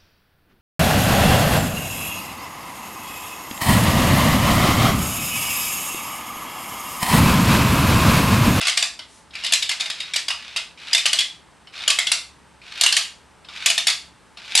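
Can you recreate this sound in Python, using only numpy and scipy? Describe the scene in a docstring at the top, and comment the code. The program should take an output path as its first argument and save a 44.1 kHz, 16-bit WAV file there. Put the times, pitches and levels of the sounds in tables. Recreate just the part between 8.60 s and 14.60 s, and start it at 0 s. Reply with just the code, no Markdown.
"""A dry rustle of sliding beads, then a run of clacks: a plastic baby toy is tipped and shaken by hand.
At each turn its beads catch and slip along their guide rods, then knock one after another against
each other and the plastic end plates. Once, a palm brushes the plastic with a soft hiss.
The toy is close to the microphone in a small room, which rings briefly over a faint hiss and hum."""
import sys
import numpy as np
from scipy import signal
from scipy.fft import rfft, irfft, next_fast_len
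from scipy.io import wavfile
from scipy.ndimage import uniform_filter1d, minimum_filter1d

SR = 44100
rng = np.random.default_rng(int(sys.argv[2]) if len(sys.argv) > 2 else 0)


def to_wav(sig):
    """Store sig (one row per channel, or 1-D mono) as 16-bit WAV at the path in sys.argv[1].

    Samples outside -1..1 are clipped; the rate is SR.
    """
    pcm = np.clip(np.atleast_2d(sig), -1, 1) * 32767
    pcm = np.round(pcm).astype(np.int16)
    wavfile.write(sys.argv[1], SR, pcm.T)  # frames by channels


N = 264600   # 6 seconds
CUTOFF_HZ = 11800   # the treble ends here


def from_db(db):
    """Turn decibels into a number to multiply a sound by."""
    return 10 ** (np.asarray(db) / 20)


def unit_level(x):
    """Scale a sound so that its average (rms) level is 1."""
    return x / np.sqrt(np.mean(x ** 2) + 1e-20)


def gain_at(points, hz):
    """Read a gain from a (frequency [Hz], level [dB]) table, joining its points on a log-frequency axis."""
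    table_hz, table_db = np.transpose(points)
    return from_db(np.interp(np.log(np.maximum(hz, 1)), np.log(np.maximum(table_hz, 1)), table_db))


def colour(x, points):
    """Turn a sound's lows and highs up or down by a (frequency [Hz], level [dB]) table."""
    size = next_fast_len(len(x) + SR // 10)
    gains = gain_at(points, np.fft.rfftfreq(size, 1 / SR))
    return irfft(rfft(x, size) * gains, size)[:len(x)]


def resonance(x, hz, width_hz):
    """Let through one narrow band of a sound, at full strength in its centre."""
    r = np.exp(-np.pi * width_hz / SR)
    feedback = [1, -2 * r * np.cos(2 * np.pi * hz / SR), r * r]
    return signal.lfilter(np.array([1, 0, -1]) * (1 - r * r) / 2, feedback, x)


def add(track, time_s, sound):
    """Mix a sound into a track at the given time."""
    start = max(round(time_s * SR), 0)
    track[start:start + len(sound)] += sound[:max(N - start, 0)]


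def stereo(mid, side, width):
    """Both ears get the mid; the side, coloured by a width table, is added left and subtracted right."""
    return mid + colour(side, width) * [[1], [-1]]


# each slide down the rods: (start [s], end [s], first level [dB], final level [dB])
SLIDES = [(0.0, 0.062, -29.5, -27.5), (0.745, 0.92, -36.5, -36), (1.36, 1.523, -38, -40),
          (1.79, 1.956, -38.5, -41.5), (2.187, 2.335, -43.5, -31.5), (3.1378, 3.28, -38, -31),
          (4.027, 4.208, -48.5, -30), (4.894, 5.053, -42, -30), (5.78, 5.951, -46.5, -31)]
# tone of beads rubbing on rods: (frequency [Hz], level [dB])
SLIDE_COLOUR = [(100, -50), (400, -26), (700, -14), (1000, -15), (1500, -5), (1900, -7), (2500, 1),
                (3100, -3), (3700, -1.5), (5000, -8), (7000, -18), (9000, -23), (12000, -32)]

def sliding_beads(ticks_per_s, tick_decay_s, scrape_db, fade_in_s, run_on_s):
    """Beads catch and slip on the rods: tiny noisy ticks over an even scrape, louder as they go faster."""
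    t, level = np.arange(N) / SR, np.zeros(N)
    for start, end, first_db, final_db in SLIDES:
        moving = np.interp(t, [start - fade_in_s, start, end, end + run_on_s], [0, 1, 1, 0])
        level += moving * from_db(np.interp(t, [start, end], [first_db, final_db]))
    slips = rng.exponential(1, N) * (rng.random(N) < ticks_per_s / SR)
    kept_per_sample = from_db(-60 / (tick_decay_s * SR)) ** 2   # decay time: how long a 60 dB fall takes
    tick_power = signal.lfilter([1], [1, -kept_per_sample], slips + 1e-18)
    roughness = np.sqrt(tick_power / tick_power.mean() + from_db(scrape_db) ** 2)
    return level * unit_level(colour(roughness * rng.standard_normal(N), SLIDE_COLOUR))


# tone of the room's hiss and rumble: (frequency [Hz], level [dB])
HISS_COLOUR = [(15, -40), (25, -26), (53, -1), (86, -7.5), (121, -1), (145, -5), (174, -4), (306, -5),
               (340, -6), (700, -8.5), (906, -4.5), (2130, -11.5), (7160, -23), (8360, -19.5),
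               (12000, -33.5), (15600, -79), (22000, -120)]
# stereo width of that hiss: (frequency [Hz], side compared with mid [dB])
HISS_WIDTH = [(60, -9.5), (170, -2), (500, -5), (1440, -23), (4170, -22), (12000, 6)]
# the room's faint hum: (frequency [Hz], level [dB])
HUM_TONES = [(70, -65.5), (171, -68), (877, -68)]

def hiss_and_hum(hiss_db, hum_width_hz):
    """Steady hiss and rumble with a few wavering hum tones, there from start to end."""
    mid, side = (unit_level(colour(noise, HISS_COLOUR)) for noise in rng.standard_normal((2, N)))
    hum = sum(from_db(db) * unit_level(resonance(rng.standard_normal(N), hz, hum_width_hz))
              for hz, db in HUM_TONES)
    return from_db(hiss_db) * stereo(mid, side, HISS_WIDTH) + hum


# a bead hits its neighbour or an end plate; thud and ring are relative to the clack's level:
# (time [s], level [dB], plate thud [dB], ring pitch [Hz], ring [dB])
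CLACKS = [(0.0112, -21.5, -5.5, 2650, -12), (0.0265, -31, -26, 2630, 8), (0.051, -23, -8, 2590, -6),
          (0.069, -18, -8, 2120, -9), (0.0801, -17.5, -12, 2165, -3), (0.0944, -18.5, -16, 3350, -15),
          (0.173, -14, -15, 4630, -15), (0.225, -15, -14, 4700, -12), (0.391, -31.5, -9.5, 3100, -18),
          (0.706, -48, -8, 3800, -1), (0.7524, -31.5, -22, 2400, 2), (0.8372, -27.5, -12, 2840, -1),
          (0.8453, -23, -21, 4330, -15), (0.8634, -22.5, -28, 3600, -2.5), (0.9228, -15, -20.5, 3600, -10),
          (0.9348, -11.5, -34, 3960, -7), (1.0243, -20, -24, 3630, -3.5), (1.0919, -19, -15.5, 3340, -13),
          (1.114, -22, -14, 4600, -18), (1.1986, -27, -10.5, 3650, -7), (1.2058, -20, -35, 3620, -1.5),
          (1.258, -27, -10, 3700, -3), (1.2997, -23, -18, 3300, -8), (1.4016, -26, -17, 3760, 0.5),
          (1.536, -21.5, -19, 2290, -3), (1.56, -17, -25, 4770, -18), (1.6824, -21, -9.5, 4850, -0.5),
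          (1.7043, -23.5, -4, 2820, 1), (1.962, -22.5, -11, 2670, 0), (1.9703, -22, -15.5, 2720, -13),
          (2.1748, -45.5, -22, 2420, -2), (2.3313, -15, -35, 4950, -0.5), (2.3483, -14.5, -22, 3550, 1.5),
          (2.3784, -18.5, -20, 3630, -17), (2.456, -16.5, -23, 2900, -0.5), (2.4622, -16, -16, 3060, -3),
          (2.5306, -14.5, -13, 3000, -5), (2.5881, -17.5, -37, 3270, 3), (2.6052, -19.5, -26, 3440, -1),
          (3.0705, -45, -5, 2980, -2), (3.1378, -44, -2.5, 2440, 4), (3.2064, -39.5, 0, 3600, 9),
          (3.278, -13.5, -11, 3280, -5), (3.3021, -14, -37, 2550, -3.5), (3.3876, -15.5, -16, 2120, -1.5),
          (3.4688, -19.5, -16, 3390, -2), (3.5171, -12.5, -16, 4440, -7), (4.017, -50.5, -18, 2400, 8),
          (4.211, -12, -21, 4260, -7.5), (4.2356, -12.5, -17, 2870, -15), (4.262, -12.5, -21, 2820, 1),
          (4.3244, -15, -16, 4310, -2), (4.3663, -13.5, -18.5, 2730, -20),
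          (4.3736, -17.5, -16.5, 2840, -17), (4.8472, -44, -6, 3900, -7), (4.8869, -39.5, -1, 3670, 0),
          (5.06, -11, -31.5, 2944, -5.5), (5.063, -17, -19, 2880, -16), (5.1, -15.5, -16, 2560, -8.5),
          (5.1786, -16.5, -18, 3580, -2.5), (5.2695, -13.5, -31, 3630, -16), (5.2815, -17.5, -14, 3600, -1),
          (5.3006, -19.5, -13.5, 4540, -1.5), (5.772, -37.5, -7, 3720, -13), (5.952, -11, -20, 3850, -3),
          (5.9755, -10, -29, 2810, -26), (5.9895, -18.5, -10, 3080, -7)]
# strength of the toy's modes, the tones it gives when struck: (frequency [Hz], level [dB])
MODE_LEVELS = [(250, -24), (520, -23), (660, -7), (760, -12), (950, -16), (1250, -8), (1800, -5),
               (2150, -.5), (3000, 2), (4800, 1.5), (6000, -3.5), (8500, -5), (10500, -11), (12000, -17)]

def clacking_beads(bounce_s, bounce_db, thud_db, ring_db, snap_db, mode_count=360, size=2600):
    """Each hit, with its quick bounces, sets off a new mix of the plastic's many close-packed tones."""
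    firm_db, firm_decay_s = -18, 0.049   # a firm clack; harder ones die away sooner
    ring_decay_s, ring_width_hz = 0.037, 130
    thud_below_hz, snap_above_hz = 1600, 5500
    t, out = np.arange(size) / SR, np.zeros(N)
    attack = t < .006
    hz = np.linspace(200, CUTOFF_HZ, mode_count) + rng.uniform(-12, 12, mode_count)
    modes = gain_at(MODE_LEVELS, hz)[:, None] * np.sin(2 * np.pi * hz[:, None] * t)
    is_thud, is_snap = hz < thud_below_hz, hz >= snap_above_hz
    bands = np.array([is_thud, ~is_thud & ~is_snap, is_snap])   # low thud, middle, bright snap
    for time_s, level_db, own_thud_db, ring_hz, own_ring_db in CLACKS:
        # a hard hit is a short contact: more snap, and it is over sooner
        force_db = level_db - firm_db
        band_gains = from_db([thud_db + own_thud_db, 0, snap_db + .5 * force_db])
        decay_s = firm_decay_s * from_db(-0.99 * max(force_db, 0))
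        band_decays_s = decay_s * np.array([[1], [1], [0.7]])   # the highest tones die first
        # where the bead lands decides how strongly each tone answers
        strengths = rng.choice([-1, 1], mode_count) * rng.uniform(.5, 1, mode_count)
        parts = (bands * strengths) @ modes * from_db(-60 * t / band_decays_s)
        # the bead bounces three times within milliseconds
        contacts = np.zeros(size)
        contacts[0] = 1
        bounce_times = (np.arange(1, 4) + rng.uniform(-.5, .5, 3)) / 3 * bounce_s
        contacts[(bounce_times * SR).astype(int)] = from_db(bounce_db)
        parts = signal.fftconvolve(parts, contacts[None], axes=1)[:, :size]
        parts /= np.sqrt(np.mean(parts[:, attack] ** 2, axis=1, keepdims=True))
        body = band_gains @ parts
        # a small group of close tones rings briefly and gives the clack its pitch
        near_pitch = np.exp(-((hz - ring_hz) / ring_width_hz) ** 2)
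        ring = (near_pitch * strengths) @ modes * from_db(-60 * t / ring_decay_s)
        ring *= from_db(own_ring_db + ring_db) / np.sqrt(np.sum(ring ** 2) / attack.sum())
        add(out, time_s, from_db(level_db) * (body + ring))
    return out


# pitches at which the end plates ring most: (frequency [Hz], width [Hz], boost [dB])
PLATE_RESONANCES = [(680, 70, 7), (1160, 50, 4), (2080, 70, 3), (2870, 120, 2), (3330, 120, 1.5),
                    (6950, 120, 2.5)]

def end_plates(x):
    """The end plates ring along, making a few narrow bands louder."""
    return x + sum((from_db(db) - 1) * resonance(x, hz, width_hz) for hz, width_hz, db in PLATE_RESONANCES)


# stereo width of the sound coming straight from the toy: (frequency [Hz], side compared with mid [dB])
DIRECT_WIDTH = [(700, -27), (2000, -25), (3700, -20), (6700, -14), (10000, -7)]

def direct_sound(x, size=130):
    """Sound scatters around the microphone's two close openings, so left and right part in the treble."""
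    scatter = unit_level(rng.standard_normal(size)) / np.sqrt(size)
    return stereo(x, signal.fftconvolve(x, scatter)[:N], DIRECT_WIDTH)


# tone of the echoes from the walls: (frequency [Hz], level [dB])
ECHO_COLOUR = [(300, -8.5), (1000, 3.5), (3000, 0.5), (6000, 0.5), (11000, -3.5)]
# stereo width of those echoes: (frequency [Hz], side compared with mid [dB])
ECHO_WIDTH = [(300, -12), (700, -23), (2000, -22), (3700, -17), (6700, -10), (10000, -4)]

def room_echoes(x, first_wall_s, build_s, decay_s, block=4096):
    """Echoes build up after a gap and die away; their pattern keeps changing as the toy is swung about."""
    t, out = np.arange(SR // 3) / SR, np.zeros((2, N))
    shape = np.clip((t - first_wall_s) / build_s, 0, 1) * from_db(-60 * t / decay_s)
    shape /= np.sqrt(np.sum(shape ** 2))
    for start in range(0, N, block):
        for track in out:
            pattern = shape * rng.standard_normal(len(t))
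            add(track, start / SR, signal.fftconvolve(x[start:start + block], pattern))
    mid, side = (colour(track, ECHO_COLOUR) for track in out)
    return stereo(mid, side, ECHO_WIDTH)


# tone of skin brushing plastic: (frequency [Hz], level [dB])
BRUSH_COLOUR = [(500, -12), (2000, 8), (5000, 13), (10000, 14), (12000, -3)]

def palm_brush(middle_s, half_length_s, level_db):
    """Skin brushing the toy as it is caught gives a short soft hiss that swells and fades."""
    swell = np.exp(-((np.arange(N) / SR - middle_s) / half_length_s) ** 2)
    return from_db(level_db) * swell * unit_level(colour(rng.standard_normal(N), BRUSH_COLOUR))


def toy():
    """What the toy sends out in one direction; so small a body gives off no bass."""
    clacks = clacking_beads(bounce_s=.003, bounce_db=1.0, thud_db=-4.5, ring_db=-0.5, snap_db=-5)
    rustle = sliding_beads(ticks_per_s=240, tick_decay_s=0.024, scrape_db=-3,
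                           fade_in_s=0.016, run_on_s=0.047)
    brush = palm_brush(middle_s=0.545, half_length_s=0.075, level_db=-54)
    sound = from_db(-2.0) * rustle + from_db(-0.5) * end_plates(clacks) + brush
    bass_cut = signal.butter(2, 380, "high", fs=SR, output="sos")
    return signal.sosfilt(bass_cut, sound)


def scene(direction_count=3, echo_db=-2.5):
    """Each direction gets its own mix of the toy's tones: one reaches the microphone, all hit the walls."""
    directions = [toy() for _ in range(direction_count)]
    echoes = sum(room_echoes(x, first_wall_s=0.0032, build_s=0.0028, decay_s=0.32) for x in directions)
    echoes *= from_db(echo_db) / np.sqrt(direction_count)
    return direct_sound(directions[0]) + echoes + hiss_and_hum(hiss_db=-53, hum_width_hz=3.7)


def record(dry):
    """A fast limiter turns down any clack that would pass full scale; then the highest treble is cut."""
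    allowed_gain = np.minimum(1, 1 / (np.abs(dry).max(axis=0) + 1e-9))
    smooth_gain = uniform_filter1d(minimum_filter1d(allowed_gain, size=65), size=65)
    treble_cut = signal.ellip(10, .2, 70, CUTOFF_HZ, fs=SR, output="sos")
    return signal.sosfilt(treble_cut, dry * smooth_gain)


dry = scene()
out = record(dry)
to_wav(out)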